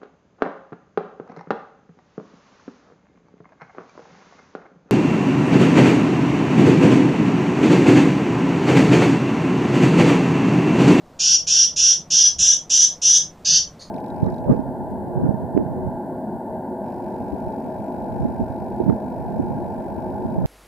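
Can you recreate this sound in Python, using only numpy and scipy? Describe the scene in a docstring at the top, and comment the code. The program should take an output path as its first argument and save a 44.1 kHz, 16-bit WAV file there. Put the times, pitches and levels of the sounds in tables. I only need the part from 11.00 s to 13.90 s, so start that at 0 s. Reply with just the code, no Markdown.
"""Snowy woods: throughout, a nearly steady hiss lies over a low, wavering drone and a surging rumble.
A chickadee close by gives eight buzzy "dee" notes. The two sides of its syrinx beat against each
other, and the throat brings out the partials near 6 kHz; turbulence adds a rasp.
After each note the trunks scatter a short echo; last, a faint harsh note comes from further off."""
import sys
import numpy as np
from scipy import signal
from scipy.fft import rfft, irfft
from scipy.io import wavfile
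from scipy.ndimage import uniform_filter1d, minimum_filter1d

SR = 44100
rng = np.random.default_rng(int(sys.argv[2]) if len(sys.argv) > 2 else 0)


def output_pcm(signal):
    """Save a mono or channel-first signal as 16-bit PCM at the path in sys.argv[1].

    Samples are clipped to [-1, 1] before scaling.
    """
    pcm = np.clip(np.atleast_2d(signal).T, -1, 1) * 32767
    wavfile.write(sys.argv[1], SR, np.round(pcm).astype(np.int16))


N = 127890  # samples, 2.9 s


def undb(db):
    """Level to amplitude: 20 dB is a factor of ten."""
    return 10 ** (np.asarray(db) / 20)


def unit(x):
    """Normalization to a root-mean-square of 1."""
    return x / np.sqrt(np.mean(x ** 2) + 1e-18)


def walk(rate_hz, size):
    """Low-passed noise: a smooth random drift with a spread of 1."""
    hz = np.fft.rfftfreq(size, 1 / SR)
    spectrum = rfft(rng.standard_normal(size)) / (1 + (hz / rate_hz) ** 4)
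    return unit(irfft(spectrum, size))


def along(x, points):
    """Linear interpolation between the rows of a two-column table."""
    return np.interp(x, *np.array(points).T)


def curve_db(hz, points):
    """Spectral envelope: (frequency [Hz], level [dB]) points joined on a log-frequency axis."""
    f, db = np.array(points).T
    return np.interp(np.log(hz + 1), np.log(f), db)


def colour(x, gain_db):
    """Minimum-phase filtering: folding the cepstrum makes a causal filter from a gain in dB."""
    size = len(x)
    cepstrum = irfft(np.log(undb(gain_db(np.fft.rfftfreq(size, 1 / SR)))), size)
    cepstrum[1:size // 2] *= 2
    cepstrum[size // 2 + 1:] = 0
    return irfft(rfft(x) * np.exp(rfft(cepstrum)), size)


def narrow_noise(centre_hz, width_hz):
    """Band-limited noise: a soft resonance selects from a white spectrum."""
    hz = np.fft.rfftfreq(N, 1 / SR)
    resonance = 1 / (1 + ((hz - centre_hz) / width_hz) ** 2)
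    return unit(irfft(rfft(rng.standard_normal(N)) * resonance, N))


RELEASE_S = .022


def envelope(t, length, attack):
    """Exponential build-up, hold and decay; the decay starts at the given length."""
    rise = 1 - np.exp(-np.maximum(t, 0) / attack)
    return rise * np.exp(-np.maximum(t - length, 0) / RELEASE_S)


def add(out, start, x):
    """Superposition: a sound joins the mix at its start time."""
    i = int(start * SR)
    out[i:i + len(x)] += x[:len(out) - i]


# colour of the background hiss: (frequency [Hz], relative level [dB])
HISS_COLOUR = [(20, -1.5), (45, -5.5), (100, -5), (220, -1), (380, -5.5), (650, -4.5), (1000, -11),
               (1500, -18.5), (2500, -25.5), (4000, -28), (7000, -31), (10000, -39.5), (15000, -40)]
HISS_DB, HISS_WIDTH = -46, 0.016  # width: share of the left-right difference


def hiss():
    """Broadband noise: two coloured noises as sum and difference, nearly the same in both ears."""
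    mid, side = (unit(colour(rng.standard_normal(N), lambda f: curve_db(f, HISS_COLOUR)))
                 for _ in range(2))
    stereo = mid + HISS_WIDTH * side * np.array([[1], [-1]])
    return undb(HISS_DB + .5 * walk(12, N)) * stereo


WAVER_DB = 3.5
# resonances of the low drone: (centre [Hz], width [Hz], level [dB])
DRONE_BANDS = [(163, 21, -51.5), (342, 18, -63)]
# brief swells of the drone: (time [s], rise [dB])
DRONE_SWELLS = [(1.0, 12.5), (1.119, 10), (1.401, 11), (2.25, 9.5), (2.53, 8)]
DRONE_SWELL_S = .035


def drone(t):
    """Resonance of noise: narrow low bands share a random waver and brief swells."""
    swell_db = sum(db * np.exp(-((t - at) / DRONE_SWELL_S) ** 2) for at, db in DRONE_SWELLS)
    bands = sum(undb(db) * narrow_noise(hz, width) for hz, width, db in DRONE_BANDS)
    return undb(swell_db + WAVER_DB / 2 * walk(20, N)) * bands


# surges of the rumble: (time [s], level [dB])
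RUMBLE_SURGES = [(0, -19), (.43, 10), (.6, -6.5), (.8, 7), (1.0, 4), (1.2, 0), (1.4, 15), (1.7, -10),
                 (2.15, -1.5), (2.4, 9), (2.62, 8.5), (2.9, -1.5)]
RUMBLE_HZ, RUMBLE_WIDTH_HZ, RUMBLE_DB = 80.4, 33, -59


def rumble(t):
    """Amplitude modulation: one low noise band surges and wavers."""
    surge_db = along(t, RUMBLE_SURGES) + WAVER_DB * walk(3.4, N)
    return undb(RUMBLE_DB + surge_db) * narrow_noise(RUMBLE_HZ, RUMBLE_WIDTH_HZ)


# one brief swell in the hiss: (time [s], length [s], centre [Hz], width [Hz], level [dB])
HISS_SWELL = (1.95, .035, 600, 200, -54)


def hiss_swell(t):
    """Gaussian pulse: a band of noise rises and falls once."""
    at, length, hz, width, db = HISS_SWELL
    return undb(db) * np.exp(-((t - at) / length) ** 2) * narrow_noise(hz, width)


# slow level of hiss and drone together: (time [s], level [dB])
SLOW_LEVEL = [(0, -4), (.3, -1.5), (1.001, -3), (2.0, -1), (2.9, -1)]


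def background():
    """Superposition of independent noises: hiss and drone share a slow change of level."""
    t = np.arange(N) / SR
    steady = (hiss() + drone(t)) * undb(along(t, SLOW_LEVEL))
    return steady + rumble(t) + hiss_swell(t)


WOODS_REACH_S, WOODS_BUILD_S = .06, 0.0027
WOODS_DB, WOODS_WIDTH = -7.5, .42


def woods(x):
    """Multiple scattering: direct sound plus a short, dense train of echoes from the trunks."""
    t = np.arange(SR // 2) / SR
    fade = (1 - np.exp(-t / WOODS_BUILD_S)) * np.exp(-(t / WOODS_REACH_S) ** 2)
    mid, side = rng.standard_normal((2, len(t))) * fade / np.linalg.norm(fade)
    # the ears differ only in the treble
    side = signal.sosfilt(signal.butter(2, 3500, 'high', fs=SR, output='sos'), side)
    echoes = np.array([mid + WOODS_WIDTH * side, mid - WOODS_WIDTH * side])
    return x + undb(WOODS_DB) * signal.fftconvolve(x, echoes, axes=1)[:, :N]


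RASP_ATTACK_S = .012
# the faint harsh note: (start [s], length before release [s], level [dB])
FAR_NOTE = (2.792, 0.036, -41.5)
# its colour: (frequency [Hz], relative level [dB])
FAR_COLOUR = [(1200, -38), (1900, -5), (2600, -28), (3600, -7), (4400, 8.5), (5600, -8), (6600, 2),
              (7800, -32), (8800, -19), (9350, -6), (10200, -36.5), (15000, -35)]


def far_bird():
    """Source-filter principle: coloured noise makes one short, hoarse note."""
    start, length, db = FAR_NOTE
    voice = unit(colour(rng.standard_normal(N), lambda f: curve_db(f, FAR_COLOUR)))
    return undb(db) * voice * envelope(np.arange(N) / SR - start, length, RASP_ATTACK_S)


# throat gain for the tone: (frequency [Hz], gain [dB])
THROAT = [(900, -59), (1350, -33), (1600, -29.5), (1950, -41.5), (2200, -40.5), (2450, -27), (2750, -24.5),
          (3150, -21), (3650, -15.5), (3950, -24.5), (4500, -19.5), (5200, -10), (5600, -2), (5880, 3.5),
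          (6300, -1.5), (7100, -16), (8000, -26.5), (9800, -25.5), (11600, -42.5), (15000, -63.5)]
# throat gain for the rasp: (frequency [Hz], gain [dB])
RASP_THROAT = [(900, -113), (1600, -10), (2100, -45), (2550, -10), (3300, -5), (4100, -8), (5000, 4),
               (5800, -8), (6500, 7), (7200, 10), (8000, -12.5), (10000, -22.5), (11800, -36), (15000, -65)]
THROAT_EXTRA_HZ, THROAT_EXTRA_WIDTH_HZ, TREBLE_HZ = 4580, 277, 6610


def throat_db(f, shape, throat_size, extra_db, treble_db):
    """Formant filtering: scaled resonances, one extra resonance and a treble shelf, in dB."""
    extra = extra_db * np.exp(-((f - THROAT_EXTRA_HZ) / THROAT_EXTRA_WIDTH_HZ) ** 2 / 2)
    treble = treble_db * (1 + np.tanh((f - TREBLE_HZ) / 400)) / 2
    return curve_db(f / throat_size, shape) + extra + treble


# partials that stand out or fall back: (multiple of the beat frequency, level [dB])
PARTIALS = [(5, 2.5), (6, 5.5), (7, -14), (8, -9.5), (9, 6), (10, 8), (11, 3), (12, 2.5), (13, -2.5),
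            (14, 4.5), (15, 2.5), (16, 2.5), (17, -1), (18, 2.5), (19, 1.5), (20, -3)]
# frequencies of the two syrinx sides: (lower side, higher side) as multiples of the beat
SIDE_RATIOS = (5, 6)
SCOOP, SCOOP_S = .19, .052  # share by which a note starts flat, time constant of the slide up
JITTER, WOBBLE, FLUTTER_DB = .004, .003, 3.3  # spread: each side's pitch, shared pitch, partial level
LOW_ENTRY_S, LOW_ENTRY_DB = .04, -18
# weaker, less steady lines halfway between the partials
BETWEEN_DB, BETWEEN_JITTER = -10, .005
# the main throat resonance builds up as the note starts
PEAK_HZ, PEAK_WIDTH_HZ, PEAK_ENTRY_DB, PEAK_ENTRY_S = 5630, 420, -2, 0.045


def syrinx(t, beat_hz, throat):
    """Intermodulation: two unsteady voices mix into sum and difference tones, heard via the throat."""
    size = len(t)
    slide = 1 - SCOOP * np.exp(-t / SCOOP_S)
    hz = beat_hz * slide * (1 + WOBBLE * walk(41.3, size))
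    low, high = SIDE_RATIOS
    low_turns, high_turns = (np.cumsum(r * hz * (1 + JITTER * walk(191, size))) / SR
                             for r in SIDE_RATIOS)

    def partial(turns, f, db):
        """Additive synthesis: one fluttering sine at the throat's gain for its gliding frequency."""
        build_db = PEAK_ENTRY_DB * np.exp(-t / PEAK_ENTRY_S - ((f - PEAK_HZ) / PEAK_WIDTH_HZ) ** 2 / 2)
        level_db = db + build_db + throat_db(f, THROAT, *throat) + FLUTTER_DB * walk(92, size)
        return undb(level_db) * np.sin(2 * np.pi * (turns + rng.random()))

    tone = np.zeros(size)
    for k in range(5, 38):
        # whole multiples of the two sides, some negative, that add up to k beats
        n_high = k % low
        n_low = (k - n_high * high) // low
        turns = n_high * high_turns + n_low * low_turns
        # the two fundamentals, and the lines just above them, enter late
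        entry_db = LOW_ENTRY_DB * np.exp(-t / LOW_ENTRY_S) * (k <= high)
        tone += partial(turns, k * hz, along(k, PARTIALS) + entry_db)

        between_hz = (k + .5) * hz
        between_turns = np.cumsum(between_hz * (1 + BETWEEN_JITTER * walk(80, size))) / SR
        tone += partial(between_turns, between_hz, BETWEEN_DB + entry_db)
    return unit(tone)


ATTACK_S, SWELL_DB = .012, 4
RASP_DB, RASP_FADE_DB = -12, -8
SIZZLE_HZ, SIZZLE_WIDTH_HZ, SIZZLE_DB = 13800, 990, -53


def dee(length, beat_hz, throat_size, extra_db, treble_db, rasp_db):
    """Source-filter principle: syrinx tone and turbulent rasp pass the throat; a faint sizzle joins."""
    size = 12288  # samples, room for the release
    t = np.arange(size) / SR
    throat = throat_size, extra_db, treble_db
    effort = 1 - np.exp(-t / 0.058)

    tone = syrinx(t, beat_hz, throat)
    tone = tone * envelope(t, length, ATTACK_S) * undb(SWELL_DB * (effort - 0.5))

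    # the faint top edge grows with effort
    sizzle = undb(SIZZLE_DB) * narrow_noise(SIZZLE_HZ, SIZZLE_WIDTH_HZ)[:size]
    sizzle = sizzle * effort * envelope(t, length - RELEASE_S, ATTACK_S)

    # the rasp fades as effort grows
    rasp = unit(colour(rng.standard_normal(size), lambda f: throat_db(f, RASP_THROAT, *throat)))
    rasp_level = undb(RASP_DB + rasp_db + RASP_FADE_DB * effort)
    return tone + sizzle + rasp * envelope(t, length, RASP_ATTACK_S) * rasp_level


# the dee notes: (start [s], length before release [s], beat after the slide [Hz], level [dB],
# throat size [factor], 4.6 kHz resonance [dB], treble [dB], rasp [dB], left minus right [dB])
DEES = [(0.19, 0.16, 311.8, -15.5, 0.97, 0, -5, 7.5, -0.5), (.467, 0.17, 317, -14, .98, -4, -5, 4, -0.9),
        (.759, 0.16, 319.7, -13.5, 0.98, -6.5, -4.5, 3, -1.1),
        (1.101, 0.16, 329, -12.5, 0.984, -2.5, -6, 1.5, -1),
        (1.384, 0.14, 332, -13.5, 1, -14, -3.5, 6, -0.5),
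        (1.695, 0.15, 333.8, -13, 1.01, -5, -3.5, 2.5, -.8),
        (2.015, 0.16, 335.5, -13, 1.005, -5.5, -3, -3, 0.1),
        (2.447, 0.13, 313.6, -14.5, 1.027, 10.5, -12, 2.5, -0.6)]


def chickadee():
    """Interaural level difference: the run of dee notes sits mostly slightly right of centre."""
    out = np.zeros((2, N))
    for start, length, beat_hz, db, *throat_and_rasp, pan_db in DEES:
        note = undb(db) * dee(length, beat_hz, *throat_and_rasp)
        add(out[0], start, note * undb(pan_db / 2))
        add(out[1], start, note * undb(-pan_db / 2))
    return out


def scene():
    """Linear superposition: both birds sound through the woods, over the background."""
    birds = chickadee() + far_bird()
    return background() + woods(birds)


LIMIT, LIMIT_S = .76, .006  # peak amplitude (full scale = 1), smoothing time
TOP_HZ = 15300


def record(dry):
    """Gain control and low-pass: a fast limiter holds the loudest peaks, the recorder cuts the top."""
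    size = int(LIMIT_S * SR)
    gain = np.minimum(1, LIMIT / (np.abs(dry).max(axis=0) + 1e-9))
    smooth_gain = uniform_filter1d(minimum_filter1d(gain, 2 * size), size)
    low_pass = signal.ellip(10, .1, 90, TOP_HZ, fs=SR, output="sos")
    return signal.sosfilt(low_pass, dry * smooth_gain)


dry = scene()
out = record(dry)
output_pcm(out)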